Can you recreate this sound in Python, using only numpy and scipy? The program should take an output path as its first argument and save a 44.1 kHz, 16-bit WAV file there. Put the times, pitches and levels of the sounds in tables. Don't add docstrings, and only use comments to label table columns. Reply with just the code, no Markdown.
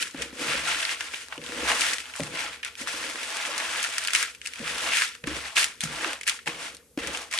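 import sys
import numpy as np
from scipy import signal
from scipy.fft import rfft, irfft, next_fast_len
from scipy.io import wavfile
from scipy.ndimage import map_coordinates

SR = 44100
rng = np.random.default_rng(int(sys.argv[2]) if len(sys.argv) > 2 else 0)


def inscribe(sig):
    pcm = np.round(np.clip(np.atleast_2d(sig).T, -1, 1) * 32767)
    wavfile.write(sys.argv[1], SR, pcm.astype(np.int16))


N = 325880

# (frequency [Hz], relative level [dB])
AIR = [(18, -52), (30, -34), (69, 1), (110, -13), (140, -41.5), (250, -6.5), (330, -16.5), (480, -5),
       (660, -25.5), (3000, -28.5), (12000, -20), (15000, -61.5)]
AIR_DB = -59.5

# (frequency [Hz], left-right correlation [-1 to 1])
ALIKE = [(30, .55), (80, .78), (150, .92), (350, .93), (700, .93), (1400, .58), (2800, .42), (6000, .4),
         (9000, .25), (15000, .2)]
# (frequency [Hz], left minus right [dB])
LEFT = [(60, .2), (200, .5), (700, -.5), (1400, .2), (2800, .9), (5600, 2.3), (10000, 2.1), (15000, .5)]
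# (frequency [Hz], lead of left over right [rad])
LEAD = [(800, 0), (1300, .3), (3000, .7), (6000, .45), (9000, .8), (13000, 2.6)]
TOP_HZ = 15750

# (frequency [Hz], width [Hz], relative level [dB])
BOTTOM = [(243.4, 22.3, 0), (319, 28, 4.5), (410, 218, -4), (484, 33.5, 6.5), (560, 21, 1.5)]
# (frequency [Hz], width [Hz], relative level [dB])
FLEX = [(121, 67, -5), (152.6, 21, 5), (210, 64, -6)]
# (frequency [Hz], width [Hz], relative level [dB])
COUNTER = [(68.3, 4.7, 8), (107, 11, -10)]
# (crest [s], bottom level [dB], climb [s], hold [s],
# flexing over bottom [dB], counter over bottom [dB])
PUSHES = [(0.0, -51, .01, 0.022, -19.5, -24), (0.167, -44.5, .025, 0.19, -8, -10),
          (0.415, -40.5, 0.077, 0.07, -23, -27), (0.538, -40.5, 0.14, 0.021, -3, -7),
          (0.685, -46, 0.13, .005, -8, -14), (0.84, -56, 0.064, 0.46, -18, -17),
          (1.396, -44.5, 0.026, 0.097, -6.5, -16), (1.574, -39, 0.094, .36, -12.5, -10),
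          (2.205, -42.5, 0.008, 0.29, 3.5, -16), (2.82, -48.5, 0.037, .2, -8, -13),
          (3.07, -46, 0.3, 0.32, -31, -39), (3.485, -43.5, .04, .02, -25, -35),
          (3.597, -51.5, 0.095, 0.26, -35, -28), (4.22, -72, 0.22, 0.0055, -28, -21),
          (4.611, -45, 0.034, 0.22, -1, -7), (4.847, -50, 0.19, 0.045, -14, -18.5),
          (5.242, -41.5, .012, .02, -3, 1), (5.28, -44, 0.013, 0.1, -4, -1.5),
          (5.615, -55, 0.048, .005, -29, -6), (5.84, -50, 0.006, 0.17, 7.5, -1),
          (6.073, -42.5, 0.24, 0.017, -34, -30), (6.486, -46, 0.033, 0.26, -5.5, -22),
          (6.982, -38, 0.0081, 0.2, -7, -11)]
BOTTOM_SAG_DB_PER_S, FLEX_SAG_DB_PER_S, COUNTER_SAG_DB_PER_S = 39, 100, 64.5
RELEASE_DB_PER_S = 166
COUNTER_LAG_S = 0.027
GRIND_DB = -26.5
FLEX_REST_DB, COUNTER_REST_DB = -73.5, -81

# (time [s], level [dB], ring [Hz])
BUMPS = [(0.145, -23, 273), (0.328, -29.5, 260), (0.413, -23, 285), (0.494, -29, 312), (0.544, -27, 535),
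         (1.378, -28.5, 306), (1.524, -34, 297), (1.709, -26, 493), (2.1965, -19, 572), (2.197, -20.5, 269),
         (2.205, -22, 191), (2.219, -24, 265), (2.812, -31, 250), (3.49, -26, 566), (4.601, -26, 227),
         (4.782, -41, 462), (5.237, -32, 500), (5.239, -26.5, 167), (5.2726, -18, 291), (5.29, -26, 298),
         (5.313, -25.5, 310), (5.835, -24, 180), (5.836, -41, 690), (6.058, -26, 378), (6.471, -27, 478),
         (6.975, -15, 290), (6.989, -29, 454)]
CRUNCH_DB = -9.5

# (time [s], ring level [dB], ring [Hz], treble over ring [dB])
STONES = [(0.026, -19, 2780, 4.5), (0.0722, -26.5, 1890, -9), (0.1109, -42, 1340, 11.5),
          (0.2203, -19, 2770, -1), (0.5544, -20, 1670, -26), (0.706, -23.5, 6000, -20),
          (0.828, -17, 2920, -6), (0.852, -15, 4300, -8), (0.8931, -19.5, 2240, -22),
          (1.0075, -31, 855, -23), (1.0078, -16.5, 1720, -6), (1.012, -25, 1690, -8),
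          (1.1376, -24.5, 1490, -10), (1.138, -30, 650, -25), (1.144, -23, 2700, -6),
          (1.163, -30, 2030, -10), (1.2176, -37, 1980, -9), (1.2847, -33.5, 1410, 3.5),
          (1.3242, -34.5, 696, -25), (1.3245, -21.5, 1350, -21), (1.33, -32, 2160, -5),
          (1.342, -37, 2800, 1), (1.3783, -25.5, 2980, -5), (1.4166, -29.5, 2100, -9),
          (1.4391, -30, 3930, -1), (1.4636, -28, 3290, -6), (1.5213, -26, 1710, -8), (1.687, -16, 2140, 2),
          (1.694, -24, 1240, -19), (1.7175, -11, 940, -18), (1.818, -13.5, 2700, -2.5),
          (1.866, -19.5, 2670, 2.5), (1.9338, -18, 2100, 6.5), (1.9836, -20.5, 2050, 0),
          (2.004, -24.5, 3000, -8), (2.022, -34, 2300, -10), (2.0564, -28, 2900, -17),
          (2.0981, -32, 1600, -10), (2.138, -30, 2430, -4), (2.154, -27, 1500, -12),
          (2.1625, -32, 3140, 11), (2.172, -31.5, 1600, -10), (2.2045, -20, 2070, -4),
          (2.2344, -23, 1900, 3.5), (2.3555, -26, 1910, -8), (2.373, -20, 1530, -8), (2.63, -28, 2600, -3),
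          (2.6334, -23, 2440, -10), (2.6482, -20.5, 2570, 1.5), (2.655, -27, 1950, -13),
          (2.6793, -32, 2620, -5), (2.754, -27, 2560, -5), (2.7906, -39, 1710, -5),
          (2.8184, -29, 2040, -12), (2.8733, -18.5, 1430, -7), (2.9342, -33, 2510, -12),
          (3.0395, -22, 2100, -10), (3.1572, -22, 1370, -12), (3.2319, -22, 1980, 1),
          (3.37, -29.5, 2420, 11), (3.4012, -20.5, 1450, -18), (3.451, -19, 2330, -16),
          (3.5792, -26, 1450, 11.5), (3.6016, -22, 1780, 0), (3.714, -26.5, 2540, 3),
          (3.7603, -24, 2650, -7), (3.8289, -24, 2500, 9), (3.841, -15.5, 2700, 0),
          (3.8466, -17, 1720, -2.5), (3.982, -12.5, 1800, 0.5), (4.039, -26, 2860, 5.5),
          (4.049, -20, 3320, -1), (4.0738, -15, 4400, 4.5), (4.0832, -12, 2920, -27),
          (4.106, -20, 2060, -2), (4.1343, -17, 2500, 7.5), (4.1499, -9.5, 2340, 1),
          (4.1596, -11.5, 2020, 0), (4.207, -26, 2480, -18), (4.2274, -15.5, 1770, 1.5),
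          (4.2337, -17.5, 1870, -16), (4.2903, -33, 1610, -14), (4.349, -29.5, 2570, -5),
          (4.416, -27.5, 2780, -3), (4.4558, -27, 2340, -2), (4.4609, -20, 2470, -3),
          (4.472, -24.5, 2120, 6), (4.5358, -27, 2600, -1.5), (4.5577, -28, 2440, -3),
          (4.5936, -28.5, 2260, 4), (4.6428, -31, 2920, -1), (4.6784, -15, 2280, -1.5),
          (4.921, -14, 2760, -23), (4.9343, -10.5, 2720, -7), (4.9523, -15, 2500, -12),
          (4.9707, -12.5, 2710, 1), (4.985, -12.5, 3060, -9), (5.0123, -18, 1630, -13),
          (5.02, -10, 1850, -9), (5.0477, -22.5, 1820, -1), (5.1514, -31, 1720, -0.5),
          (5.24, -23, 1800, -13), (5.2722, -26, 2150, 1.5), (5.5624, -17, 2540, -3),
          (5.5679, -6.5, 2700, -8), (5.5832, -13, 1900, -9), (5.6027, -22, 2730, -4),
          (5.629, -12.5, 2540, -5), (5.6428, -17, 1990, 7), (5.807, -19.5, 3930, 4.5),
          (5.814, -25.5, 3770, 5), (5.837, -19, 3000, 3), (5.911, -28, 1550, -8), (6.01, -27, 1330, -11),
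          (6.031, -23.5, 1250, -10), (6.0456, -14, 1340, -13), (6.132, -19, 2820, -2.5),
          (6.2118, -23.5, 2390, 1.5), (6.233, -28.5, 2450, 4), (6.268, -24.5, 2200, -2),
          (6.272, -23, 2600, -2), (6.2771, -15.5, 2340, 5.5), (6.282, -16.5, 2180, 1),
          (6.287, -16, 2190, 1), (6.296, -14.5, 3100, 5.5), (6.3904, -28, 2020, -17), (6.46, -30, 2000, -3),
          (6.4692, -25.5, 1200, -10), (6.4749, -15.5, 2040, -12), (6.748, -36, 3680, 7),
          (6.7687, -34.5, 4360, 5.5), (6.9758, -30, 1770, -11), (6.989, -22, 2670, -26),
          (7.0723, -24, 2050, 1), (7.149, -20.5, 2640, -18), (7.3128, -31, 2360, 3), (7.3267, -20, 2360, 0),
          (7.3385, -18, 2150, 3.5), (7.3765, -18, 2120, -2), (7.387, -11.5, 3600, -3.5)]
SPRAY_DB, SPRAY_SPREAD_DB = -6, 5.5
LOOSE = 70
LOOSE_DB, LOOSE_SPREAD_DB = 6, 3
LOOSE_RING_HZ, LOOSE_TREBLE_DB = 2380, -6

# (crest [s], rattle level [dB], climb [s], hold [s],
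# fine grit over rattle [dB], wall over rattle [dB])
SWEEPS = [(0.0, -34.5, .01, 0.029, -1, -33), (0.228, -37, 0.12, 0.0086, -5, -12.5),
          (0.429, -37.5, 0.13, 0.052, -0.5, -7.5), (0.532, -29.5, 0.21, 0.048, -5.5, -11),
          (0.712, -27.5, 0.16, 0.015, -4.5, -12), (0.798, -32.5, 0.11, 0.13, -4, -12),
          (1.03, -39, 0.093, 0.045, -4, -14), (1.132, -41, 0.04, 0.086, -1.5, -16),
          (1.328, -44.5, 0.055, 0.01, -6, -1.5), (1.476, -44.5, 0.13, 0.056, 0, -11),
          (1.607, -35, 0.2, 0.035, -4, -7), (1.692, -26, 0.072, 0.025, -4.5, -4.5),
          (1.819, -29, 0.14, 0.097, -2.5, -12.5), (1.994, -43.5, 0.042, 0.02, 1, -21),
          (2.065, -47.5, .04, .08, -3, -6), (2.171, -45, 0.049, .03, 3.5, -1.5),
          (2.232, -43.5, 0.027, 0.045, -1.5, -5.5), (2.39, -33.5, 0.12, 0.049, -4, -7),
          (2.476, -43, 0.077, 0.07, -6.5, -11), (2.66, -39.5, 0.034, 0.0036, -5, -13),
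          (2.807, -40, 0.056, 0.0045, 0.5, -13), (2.891, -35.5, 0.049, 0.41, -2, -9.5),
          (3.362, -34.5, 0.16, 0.11, -3.5, -7), (3.526, -36, 0.12, 0.16, -5.5, -5.5),
          (3.768, -33, 0.34, 0.1, -3.5, -9), (3.942, -35.5, 0.11, 0.29, -3, -12),
          (4.135, -30, 0.012, 0.088, -1, -24), (4.465, -45.5, 0.071, 0.0054, 0, -27),
          (4.588, -45.5, 0.17, 0.026, -2, -19), (4.698, -34, 0.09, .005, -3, -27),
          (4.886, -31, 0.38, 0.032, -3.5, -6.5), (4.957, -26.5, 0.067, 0.066, -2.5, -29),
          (5.279, -37.5, 0.028, 0.2, -4.5, -8.5), (5.5, -50, 0.073, 0.04, -1, 0),
          (5.58, -21.5, 0.033, 0.0076, -1.5, -15.5), (5.833, -38, 0.034, 0.022, 0.5, -21),
          (6.012, -34.5, 0.23, 0.1, -4.5, -5.5), (6.287, -31.5, 0.038, 0.0024, -0.5, -16.5),
          (6.474, -33, 0.013, 0.00086, -4, -3.5), (6.562, -44, .05, 0.067, -6, -5.5),
          (6.662, -38.5, 0.14, 0.0036, -2, -8), (6.99, -38, 0.0082, 0.18, -7, -9.5),
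          (7.162, -43, 0.2, 0.065, 0, -2), (7.342, -34, 0.045, 0.022, -2, -10.5),
          (7.389, -37, 0.049, .01, -16, -27)]
SWEEP_SAG_DB_PER_S, SETTLE_DB_PER_S = 11, 187
TRICKLE_DB, TRICKLE_DB_PER_S = -45, 29
CLIMB_POWER = 1.44

# (frequency [Hz], relative level [dB])
RATTLE = [(530, -78), (900, -7), (1160, -12.5), (1350, 5.5), (1460, 2.5), (1740, 10), (1840, 8), (2000, 7),
          (2740, 8), (4800, -8.5), (6240, -14), (10600, -120)]
# (frequency [Hz], relative level [dB])
FINE = [(2120, -34.5), (3600, -8.5), (4830, -3.5), (8930, -3), (10100, -7), (11600, -13), (12600, -22.5),
        (13500, -26), (15600, -57)]
# (frequency [Hz], width [Hz], relative level [dB])
WALL = [(662, 52, 4), (850, 67, 5.5), (1127, 230, 2.5)]
# (frequency [Hz], width [Hz], relative level [dB])
RIM = [(1383, 32, 2.5), (1740, 125, 3), (2153, 20, -2.5), (2770, 30, 3.5), (3400, 114, -4.5)]
RIM_DB = -8
CHINKS = 6000
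CHINK_DB, CHINK_SIZE_DB, CLUMP_DB = -4, 3.5, 2.5
CHINK_HZ, CHINK_SPREAD, CHINK_CYCLES = 2500, 0.454, 20


def amp(db):
    return 10 ** (np.asarray(db) / 20)


def unit(x):
    return x / np.sqrt(np.mean(x ** 2) + 1e-20)


def along(points, hz):
    f, v = np.transpose(points)
    return np.interp(np.log(hz + 1), np.log(f + 1), v)


def wobble(rate):
    knots = rng.standard_normal(int(N * rate / SR) + 4)
    return map_coordinates(knots, [np.arange(N) * rate / SR])


def filtered(x, response):
    m = next_fast_len(x.shape[-1] + SR // 10)
    spectrum = rfft(x, m) * response(np.fft.rfftfreq(m, 1 / SR))
    return irfft(spectrum, m)[..., :x.shape[-1]]


def modes(table):
    def resonance(f, centre, width, db):
        return amp(db) * 1j * f * width / (centre * centre - f * f + 1j * f * width)
    return lambda f: sum((-1) ** k * resonance(f, *row) for k, row in enumerate(table))


def colour(points):
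    return lambda f: amp(along(points, f))


def crack_and_tail(crack_s, tail_s, tail_db):
    t = np.arange(SR // 16) / SR
    return amp(-60 * t / crack_s) + amp(tail_db - 60 * t / tail_s)


def burst(crack_s, tail_s, tail_db):
    envelope = crack_and_tail(crack_s, tail_s, tail_db)
    return rng.standard_normal((2, len(envelope))) * envelope


def contacts(rate, spread_db, crack_s, tail_s, tail_db):
    chance, size = rng.random((2, N))
    crowd = np.exp(.3 * wobble(60))
    size_db = np.minimum(-spread_db * np.log(size + 1e-9), 18)
    hits = (chance < rate / SR * crowd) * amp(size_db)
    power = signal.oaconvolve(hits ** 2, crack_and_tail(crack_s, tail_s, tail_db) ** 2)[:N]
    return np.sqrt(np.abs(power)) * rng.standard_normal((2, N))


def swells(rows, over, sag_db_per_s, fall_db_per_s, lag_s=0):
    t = np.arange(0, N + 64, 32) / SR
    crest, db, climb, hold = np.transpose(rows)[:4, :, None]
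    after = t - crest - lag_s
    rise = 20 * CLIMB_POWER * np.log10(np.clip(1 + after / climb, 1e-4, 1))
    sag = sag_db_per_s * np.clip(after, 0, hold)
    fall = fall_db_per_s * np.maximum(after - hold, 0)
    level = db + np.reshape(over, (-1, 1)) + rise - sag - fall
    total = np.sqrt(np.sum(amp(level) ** 2, axis=0))
    return np.interp(np.arange(N) / SR, t, total)


def stirring(over=0):
    sweep = swells(SWEEPS, over, SWEEP_SAG_DB_PER_S, SETTLE_DB_PER_S)
    trickle = swells(SWEEPS, over, SWEEP_SAG_DB_PER_S, TRICKLE_DB_PER_S)
    return sweep + amp(TRICKLE_DB) * trickle


def kitchen():
    return amp(AIR_DB) * unit(filtered(rng.standard_normal((2, N)), colour(AIR)))


def bottom():
    *_, flex_db, counter_db = np.transpose(PUSHES)
    lean = swells(PUSHES, 0, BOTTOM_SAG_DB_PER_S, RELEASE_DB_PER_S) + amp(GRIND_DB) * stirring()
    bend = swells(PUSHES, flex_db, FLEX_SAG_DB_PER_S, RELEASE_DB_PER_S) + amp(FLEX_REST_DB)
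    shake = swells(PUSHES, counter_db, COUNTER_SAG_DB_PER_S, RELEASE_DB_PER_S, COUNTER_LAG_S)
    shake = shake + amp(COUNTER_REST_DB)
    jolts = contacts(rate=900, spread_db=3, crack_s=.008, tail_s=.06, tail_db=-12)
    drum = lean * unit(filtered(jolts, modes(BOTTOM)))
    flex = bend * unit(filtered(jolts, lambda f: modes(FLEX)(f) / (1 + 1j * f / 250)))
    counter = shake * unit(filtered(jolts, lambda f: modes(COUNTER)(f) / (1 + 1j * f / 90) ** 2))
    return drum + flex + counter


def bumps():
    out, t = np.zeros(N + SR), np.arange(SR // 5) / SR
    for s, db, hz in BUMPS:
        tone = np.sin(2 * np.pi * hz * t)
        push = -tone * amp(-60 * t / 0.047) * (1 - np.exp(-t / 0.0024))
        ring = filtered(tone * amp(-60 * t / 0.0048), modes(BOTTOM))
        crunch = filtered(rng.standard_normal(len(t)) * amp(-60 * t / 0.037), modes([(597, 900, 0)]))
        bump = push + 0.069 * ring / np.abs(ring).max()
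        bump = bump + amp(CRUNCH_DB) * crunch / np.abs(crunch).max()
        out[round(s * SR):][:len(t)] += amp(db) * bump
    return np.array([out[:N], 0.18 * out[:N]])


def loose_stones():
    when, size = rng.random((LOOSE, 2)).T
    pitch, treble = rng.standard_normal((LOOSE, 2)).T
    around_db = 20 * np.log10(stirring()[(when * N).astype(int)] + 1e-6)
    db = around_db + LOOSE_DB - LOOSE_SPREAD_DB * np.log(size + 0.2)
    return list(zip(when * N / SR, db, LOOSE_RING_HZ * np.exp(.3 * pitch), LOOSE_TREBLE_DB + 6 * treble))


def stones():
    out, lead = np.zeros((2, N + SR)), SR // 400
    for s, db, hz, treble_db in STONES + loose_stones():
        spray_db = SPRAY_DB + SPRAY_SPREAD_DB * rng.normal()
        blow = burst(crack_s=0.0045, tail_s=0.043, tail_db=spray_db)
        blow[:, 0] = 2.17 * np.array([1, rng.normal()])
        blow = np.pad(blow, ((0, 0), (lead, 0)))
        own = modes([(hz, 1400, 3)])
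        ring = filtered(blow, lambda f: own(f) ** 2 + amp(along(RATTLE, f) - 1.5))
        tick = filtered(blow, colour(FINE))
        pair = ring / np.abs(ring[0]).max() + amp(treble_db) * tick / np.abs(tick[0]).max()
        out[:, round(s * SR):][:, :pair.shape[1]] += amp(db) * pair
    return out[:, lead:N + lead]


def chinks():
    when, size, turn = rng.random((CHINKS, 3)).T[:, :, None]
    hz = CHINK_HZ * np.exp(CHINK_SPREAD * rng.standard_normal((CHINKS, 1)))
    hz = np.clip(hz, 700, 11000)
    k = np.arange(SR // 100)
    cycles = hz * k / SR
    size_db = -CHINK_SIZE_DB * np.log(size + 0.02)
    life = amp(size_db - 60 * cycles / CHINK_CYCLES) * (1 - np.exp(-cycles))
    at = ((when * N).astype(int) + k).ravel()

    def ringing(start):
        grains = life * np.sin(2 * np.pi * (cycles + start))
        return np.bincount(at, grains.ravel(), N)[:N]
    pair = np.array([ringing(0), ringing(turn)])
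    clumped = amp(CLUMP_DB * wobble(35)) * pair
    return unit(filtered(clumped, lambda f: 1 / (1 + (950 / (f + 1)) ** 4)))


def grit():
    *_, fine_db, wall_db = np.transpose(SWEEPS)
    pebbles = unit(contacts(rate=3300, spread_db=4.5, crack_s=0.0018, tail_s=0.059, tail_db=-15.0))
    sand = unit(contacts(rate=7500, spread_db=2.5, crack_s=0.0083, tail_s=0.035, tail_db=-1.0))
    rattle = stirring() * unit(filtered(pebbles + 0.83 * sand, colour(RATTLE)))
    fine = stirring(fine_db) * unit(filtered(0.24 * pebbles + sand, colour(FINE)))
    wall = stirring(wall_db) * unit(filtered(0.43 * pebbles + sand, modes(WALL)))
    rim = amp(RIM_DB) * unit(filtered(pebbles, modes(RIM)))
    ringing = rim + amp(CHINK_DB) * chinks()
    return rattle + fine + wall + stirring() * ringing


def scene():
    pair = kitchen() + bottom() + bumps() + stones() + grit()

    def likeness(f):
        turn = np.arccos(np.clip(along(ALIKE, f), -1, 1)) / 2
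        return np.array([np.cos(turn), np.sin(turn)])

    def balance(f):
        half = amp(along(LEFT, f) / 2) * np.exp(.5j * along(LEAD, f))
        return np.array([half, 1 / half])

    mid, side = filtered(pair, likeness)
    return filtered(np.array([mid + side, mid - side]), balance)


def record(dry):
    return filtered(dry, lambda hz: hz < TOP_HZ)


dry = scene()
out = record(dry)
inscribe(out)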